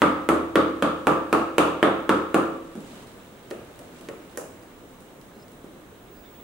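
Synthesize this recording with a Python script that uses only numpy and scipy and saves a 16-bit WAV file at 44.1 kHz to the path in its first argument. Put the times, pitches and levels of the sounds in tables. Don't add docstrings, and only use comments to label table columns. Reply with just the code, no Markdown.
import sys
import numpy as np
from scipy import signal
from scipy.io import wavfile

SR = 44100
rng = np.random.default_rng(int(sys.argv[2]) if len(sys.argv) > 2 else 0)


def store_pcm(level_fs):
    pcm = np.round(np.clip(level_fs, -1, 1) * 32767).astype(np.int16)
    wavfile.write(sys.argv[1], SR, np.atleast_2d(pcm).T)


N = 283563
TIME = np.arange(N) / SR


def from_db(db):
    return 10 ** (np.asarray(db) / 20)


def rms_one(x):
    return x / np.sqrt(np.mean(x ** 2) + 1e-20)


def unit_energy(x):
    return x / np.sqrt(np.sum(x ** 2, axis=-1, keepdims=True) + 1e-20)


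def at_hz(points, hz):
    points_hz, values = np.transpose(points)
    return np.interp(np.log(hz), np.log(points_hz), values)


def band(x, low_hz, high_hz, order=2):
    sos = signal.butter(order, [low_hz, min(high_hz, SR / 2 - 100)], "band", fs=SR, output="sos")
    return signal.sosfilt(sos, x + 1e-18)


def bands(low_hz, high_hz, count):
    edges = np.geomspace(low_hz, high_hz, count + 1)
    return zip(edges, np.sqrt(edges[:-1] * edges[1:]), edges[1:])


def pan(db):
    return from_db([[db / 2], [-db / 2]])


def drift(rate):
    knots = rng.standard_normal(int(N / SR * rate) + 2)
    return rms_one(np.interp(TIME * rate, np.arange(len(knots)), knots))


# frequency in Hz, left-right likeness from 0 to 1.
LIKENESS = [(30, 0.51), (120, 0.98), (330, 0.9), (700, 0.56), (1400, 0.22), (2800, 0), (8000, 0)]
# frequency in Hz, left minus right in dB.
BALANCE = [(100, -3.5), (400, 0.5), (1300, 0.4), (2800, -1.5), (6000, -1.5), (12000, -1.5)]

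def spread(pair, hz):
    alike = at_hz(LIKENESS, hz)
    mid = np.sqrt((1 + alike) / 2) * pair[0]
    side = np.sqrt((1 - alike) / 2) * pair[1]
    return (mid + side * [[1], [-1]]) * pan(at_hz(BALANCE, hz))


def coloured(noises, spectrum, flicker_db, flicker_rate):
    out = 0
    for k, (low, hz, high) in enumerate(bands(spectrum[0][0], spectrum[-1][0], count=13)):
        gain = from_db(at_hz(spectrum, hz) + flicker_db * drift(flicker_rate))
        out = out + gain * spread(band(noises[k % 2], low, high), hz)
    return rms_one(out)


def contacts(hits, crush_s, crush_db, order=3):
    out, t = np.zeros(N + SR), TIME[:SR // 10]
    for s, db, low_hz, high_hz in hits:
        force = from_db(crush_db) * unit_energy(rng.standard_normal(len(t)) * np.exp(-t / crush_s))
        force[0] += 1
        at = int(s * SR)
        out[at:at + len(t)] += from_db(db) * unit_energy(band(force, low_hz, high_hz, order))
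    return out[:N] * np.sqrt(SR / 100)


def ringing(times, levels_db, modes, scatter_db):
    hz, mode_db, t60 = np.transpose(modes)[:, :, None]
    t, out = TIME[:SR], np.zeros((2, N + SR))
    phase = 2 * np.pi * (hz * t + rng.random(hz.shape))
    apart = np.arccos(at_hz(LIKENESS, hz)) * rng.choice([-1, 1], hz.shape)
    envelope = from_db(mode_db - 60 * t / t60) * (1 - np.exp(-hz * t))
    notes = envelope * np.sin([phase, phase + apart])
    strengths = from_db(levels_db[:, None] + scatter_db * rng.standard_normal((len(times), len(modes))))
    for at, strength in zip((times * SR).astype(int), strengths):
        out[:, at:at + SR] += strength @ notes
    return out[:, :N]


# frequency in Hz, relative level in dB.
ROOM_TONE_EQ = [(15, -45), (25, 4), (161, 1), (206, -1), (301, 6.5), (384, -11.5), (463, -20), (659, -10),
                (1260, -4.5), (1560, -32), (4740, -33.5), (9320, -11), (14800, -31), (16000, -32)]

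def room_tone():
    noises = rng.standard_normal((2, 2, N))
    return from_db(-51) * coloured(noises, ROOM_TONE_EQ, flicker_db=0.4, flicker_rate=7.3)


def appliance_whine(hz=15625, step_s=6.11):
    level_db = np.where(TIME < step_s, -73, -60) + 2 * drift(6)
    return from_db(level_db) * np.sqrt(2) * np.sin(2 * np.pi * hz * TIME) * pan(-17)


# start in seconds, then the relative levels of
# force, wooden crack and wet splat in dB.
BLOWS = [(0.019, -7.5, -21, -37.5), (0.289, -8, -24.5, -34), (0.556, -7, -21.5, -37.5),
         (0.824, -11, -24.5, -39), (1.07, -7.5, -23.5, -36.5), (1.328, -9, -22.5, -35.5),
         (1.582, -7, -19.5, -30.5), (1.828, -7, -19.5, -39), (2.093, -8, -23, -37.5),
         (2.344, -8, -25.5, -36)]
BARE_CLANG_DB, CUSHIONED_CLANG_DB = -6, -24

def firm_blows(thud_hz=392, hz_per_db=6.5):
    mean_db = np.mean([row[1] for row in BLOWS])
    return [(s, db, db + BARE_CLANG_DB, crack_db, splat_db, thud_hz + hz_per_db * (db - mean_db))
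            for s, db, crack_db, splat_db in BLOWS]


def masher(strokes):
    times, force_db, clang_db, crack_db, splat_db, thud_hz = np.transpose(strokes)
    thud_hits = zip(times, force_db - 9, thud_hz * 0.67, thud_hz * 1.337)
    thud = contacts(thud_hits, crush_s=0.0028, crush_db=-2, order=2)
    clang_hits = [(s, db - 10.5, 1110, 1380) for s, db in zip(times, clang_db)]
    clang = contacts(clang_hits, crush_s=0.03, crush_db=25)
    crack_hits = [(s, db - 3, 580, 1500) for s, db in zip(times, (crack_db + clang_db) / 2)]
    crack = contacts(crack_hits, crush_s=0.002, crush_db=-6)
    wood_hz = 2550 * from_db(0.097 * (crack_db - crack_db.max()))
    wood_hits = zip(times, crack_db - 4, wood_hz * 0.65, wood_hz * 1.235)
    wood = contacts(wood_hits, crush_s=0.0027, crush_db=10)
    splat_hits = [(s, db - 5.5, 6200, 12500) for s, db in zip(times, splat_db)]
    wet = contacts(splat_hits, crush_s=0.005, crush_db=0, order=2) + sticky_ticks()
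    body = thud + pot_ring(times, clang_db)
    direct = body * pan(-1.3) + (clang + crack) * pan(0.5) + wood * pan(-4.5) + wet * pan(-15.5)
    direct[0] = np.roll(direct[0], 1)
    impact = thud + clang + crack
    return direct + early_echoes(impact) + kitchen_reverb(impact + wood + wet)


# pitch in Hz, relative level in dB, seconds to fall 60 dB.
LOW_MODES = [(78.3, -29.5, 1.04), (117.9, -30.5, 0.57), (161.2, -23.5, 0.62), (198.8, -19, 0.51),
             (213.3, -24.5, 0.57), (259, -24, 1.2), (289, -21, 0.66), (300.6, -13.5, 0.76),
             (330.4, -13.5, 0.97), (402, -36, 0.69), (436, -15, 0.57), (462, -27, 0.95), (525, -17, 0.83),
             (543, -25, 0.93), (566, -29, 1)]
WALL_MODES = [(973, -35, 0.73), (1135, -14, 0.57), (1160, -23.5, 0.96), (1237, -13.5, 0.55),
              (1180, -12.5, 0.57), (1273, -9, .7), (1390, -20, 0.62), (1467, -37, 0.85), (1360, -46, 0.92),
              (1340, -11, 0.44)]

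def pot_ring(times, clang_db):
    low = ringing(times, clang_db + 3.5, LOW_MODES, scatter_db=2.5)
    return low + ringing(times, clang_db - 4.5, WALL_MODES, scatter_db=5)


# delay in seconds, gain in dB.
ECHOES = [(.0085, -8.5), (0.0215, -8.5), (0.051, -14.5)]

def early_echoes(x):
    return sum(from_db(db) * np.interp(TIME - delay_s, TIME, x, left=0) for delay_s, db in ECHOES)


# frequency in Hz, gain in dB.
REVERB_EQ = [(70, 2), (120, -1), (170, 6), (300, 1.7), (450, 3.4), (750, 7.7), (950, 6.6), (1280, 7),
             (1650, -1), (2300, 1), (3200, 2), (5000, 3.4), (8500, 8), (11500, 0), (14000, 3)]
# frequency in Hz, seconds to fall 60 dB.
REVERB_T60 = [(100, 0.38), (300, 0.6), (1200, 0.6), (2500, 0.66), (7000, 0.47), (13000, 0.31)]

def kitchen_reverb(x):
    wash, white = 0, rng.standard_normal((2, 2, N))
    for k, (low, hz, high) in enumerate(bands(70, 16500, count=22)):
        feedback = from_db(-120 / (at_hz(REVERB_T60, hz) * SR))
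        energy = signal.lfilter([1 - feedback], [1, -feedback], band(x, low, high, order=3) ** 2 + 1e-18)
        blur = rms_one(band(white[k % 2], low, high, order=3))
        wash = wash + from_db(at_hz(REVERB_EQ, hz)) * np.sqrt(energy) * spread(blur, hz)
    return wash


# time in seconds, vigour in dB.
VIGOUR = [(2.7, -59.5), (2.95, -56), (3.07, -58), (3.33, -60.5), (3.8, -59.5), (3.97, -58), (4.83, -62.5),
          (6.05, -63), (6.43, -62)]
# frequency in Hz, relative level in dB.
CHURN_EQ = [(100, -7), (170, -3.5), (300, -5), (500, -2), (800, -10), (1300, -11), (2200, -17.5),
            (4000, -21.5)]
CRACKLE_EQ = [(900, 8.5), (1800, -1.5), (3200, 5.5), (5200, -1.5), (8500, 0.5), (12000, -9.5), (15000, -20)]

def stirring(bursts_per_s=3000):
    times, levels_db = np.transpose(VIGOUR)
    vigour_db = np.interp(TIME, times, levels_db) - levels_db.mean()
    shape = (2, 2, N)
    churn = coloured(rng.standard_normal(shape), CHURN_EQ, flicker_db=1, flicker_rate=36)
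    bursts = rng.random(shape) < bursts_per_s * from_db(2.5 * drift(30)) / SR
    grains = bursts * rng.standard_normal(shape)
    grains *= from_db(1.9 * np.minimum(rng.exponential(1, shape), 4))
    crackle = coloured(grains, CRACKLE_EQ, flicker_db=1, flicker_rate=40)
    return from_db(-48.5 + 0.61 * vigour_db) * churn + from_db(-61.5 + 2.3 * vigour_db) * crackle


# start in seconds, force in dB.
BUMPS = [(2.754, -25), (2.914, -37), (4.008, -35.5), (5.366, -38), (5.643, -32)]

def soft_bumps(thud_hz=264, treble_db=-30.5):
    return [(s, db, db + CUSHIONED_CLANG_DB, db + treble_db, db + treble_db, thud_hz) for s, db in BUMPS]


# start in seconds, relative level in dB.
TICKS = [(2.8052, -43), (3.0714, -45.5), (3.5052, -37.5), (4.011, -42), (4.359, -51), (5.005, -46),
         (5.214, -45), (5.4823, -47)]

def sticky_ticks(faint_count=8, from_s=2.6, to_s=5.6):
    faint = list(zip(rng.uniform(from_s, to_s, faint_count), rng.normal(-50.5, 1, faint_count)))
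    return contacts([(s, db - 17, 2200, 13000) for s, db in TICKS + faint], crush_s=0.002, crush_db=17)


# start in seconds, force in dB, relative splat level in dB.
KNOCKS = [(3.51, -23.5, -55), (3.791, -37, -52), (4.087, -26.5, -53.5), (4.374, -24, -35.5)]

def side_knocks(thud_hz=420, crack_db=-15.5):
    return [(s, db, db + CUSHIONED_CLANG_DB, db + crack_db, splat_db, thud_hz)
            for s, db, splat_db in KNOCKS]


# pitch in Hz, relative level in dB, seconds to fall 60 dB.
SIDE_MODES = [(455, -8, 0.25), (547, -7.5, 0.21), (1870, -10.5, 0.054)]

def side_ring():
    times, force_db, _ = np.transpose(KNOCKS)
    snap_hits = [(s, db - 21, 1500, 5500) for s, db in zip(times, force_db)]
    snap = contacts(snap_hits, crush_s=0.002, crush_db=9, order=2)
    return snap * pan(-3) + ringing(times, force_db - 1.5, SIDE_MODES, scatter_db=1)


# start and length in seconds, first and last pitch in Hz, level in dB.
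WHISTLES = [(5.27, 0.17, 3730, 4300, -70), (5.336, 0.16, 4800, 5500, -69), (6.11, 0.18, 4870, 4900, -70),
            (6.207, .1, 3700, 3370, -66), (6.32, 0.11, 3350, 3450, -69)]

def whistles():
    out = np.zeros(N)
    waver = 1 + 0.044 * drift(900)
    flutter = rms_one(from_db(5 * drift(70)))
    for start, length, from_hz, to_hz, db in WHISTLES:
        progress = np.clip((TIME - start) / length, 0, 1)
        hz = (from_hz + (to_hz - from_hz) * progress) * waver
        envelope = from_db(db) * np.sin(np.pi * progress) * flutter
        out += envelope * np.sqrt(2) * np.sin(2 * np.pi * np.cumsum(hz) / SR)
    return out


def scene():
    strokes = firm_blows() + side_knocks() + soft_bumps()
    return masher(strokes) + stirring() + room_tone() + appliance_whine() + whistles() + side_ring()


def record(dry):
    low_pass = signal.cheby2(16, 70, 17100, fs=SR, output="sos")
    return signal.sosfilt(low_pass, np.clip(dry, -1, 1))


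dry = scene()
out = record(dry)
store_pcm(out)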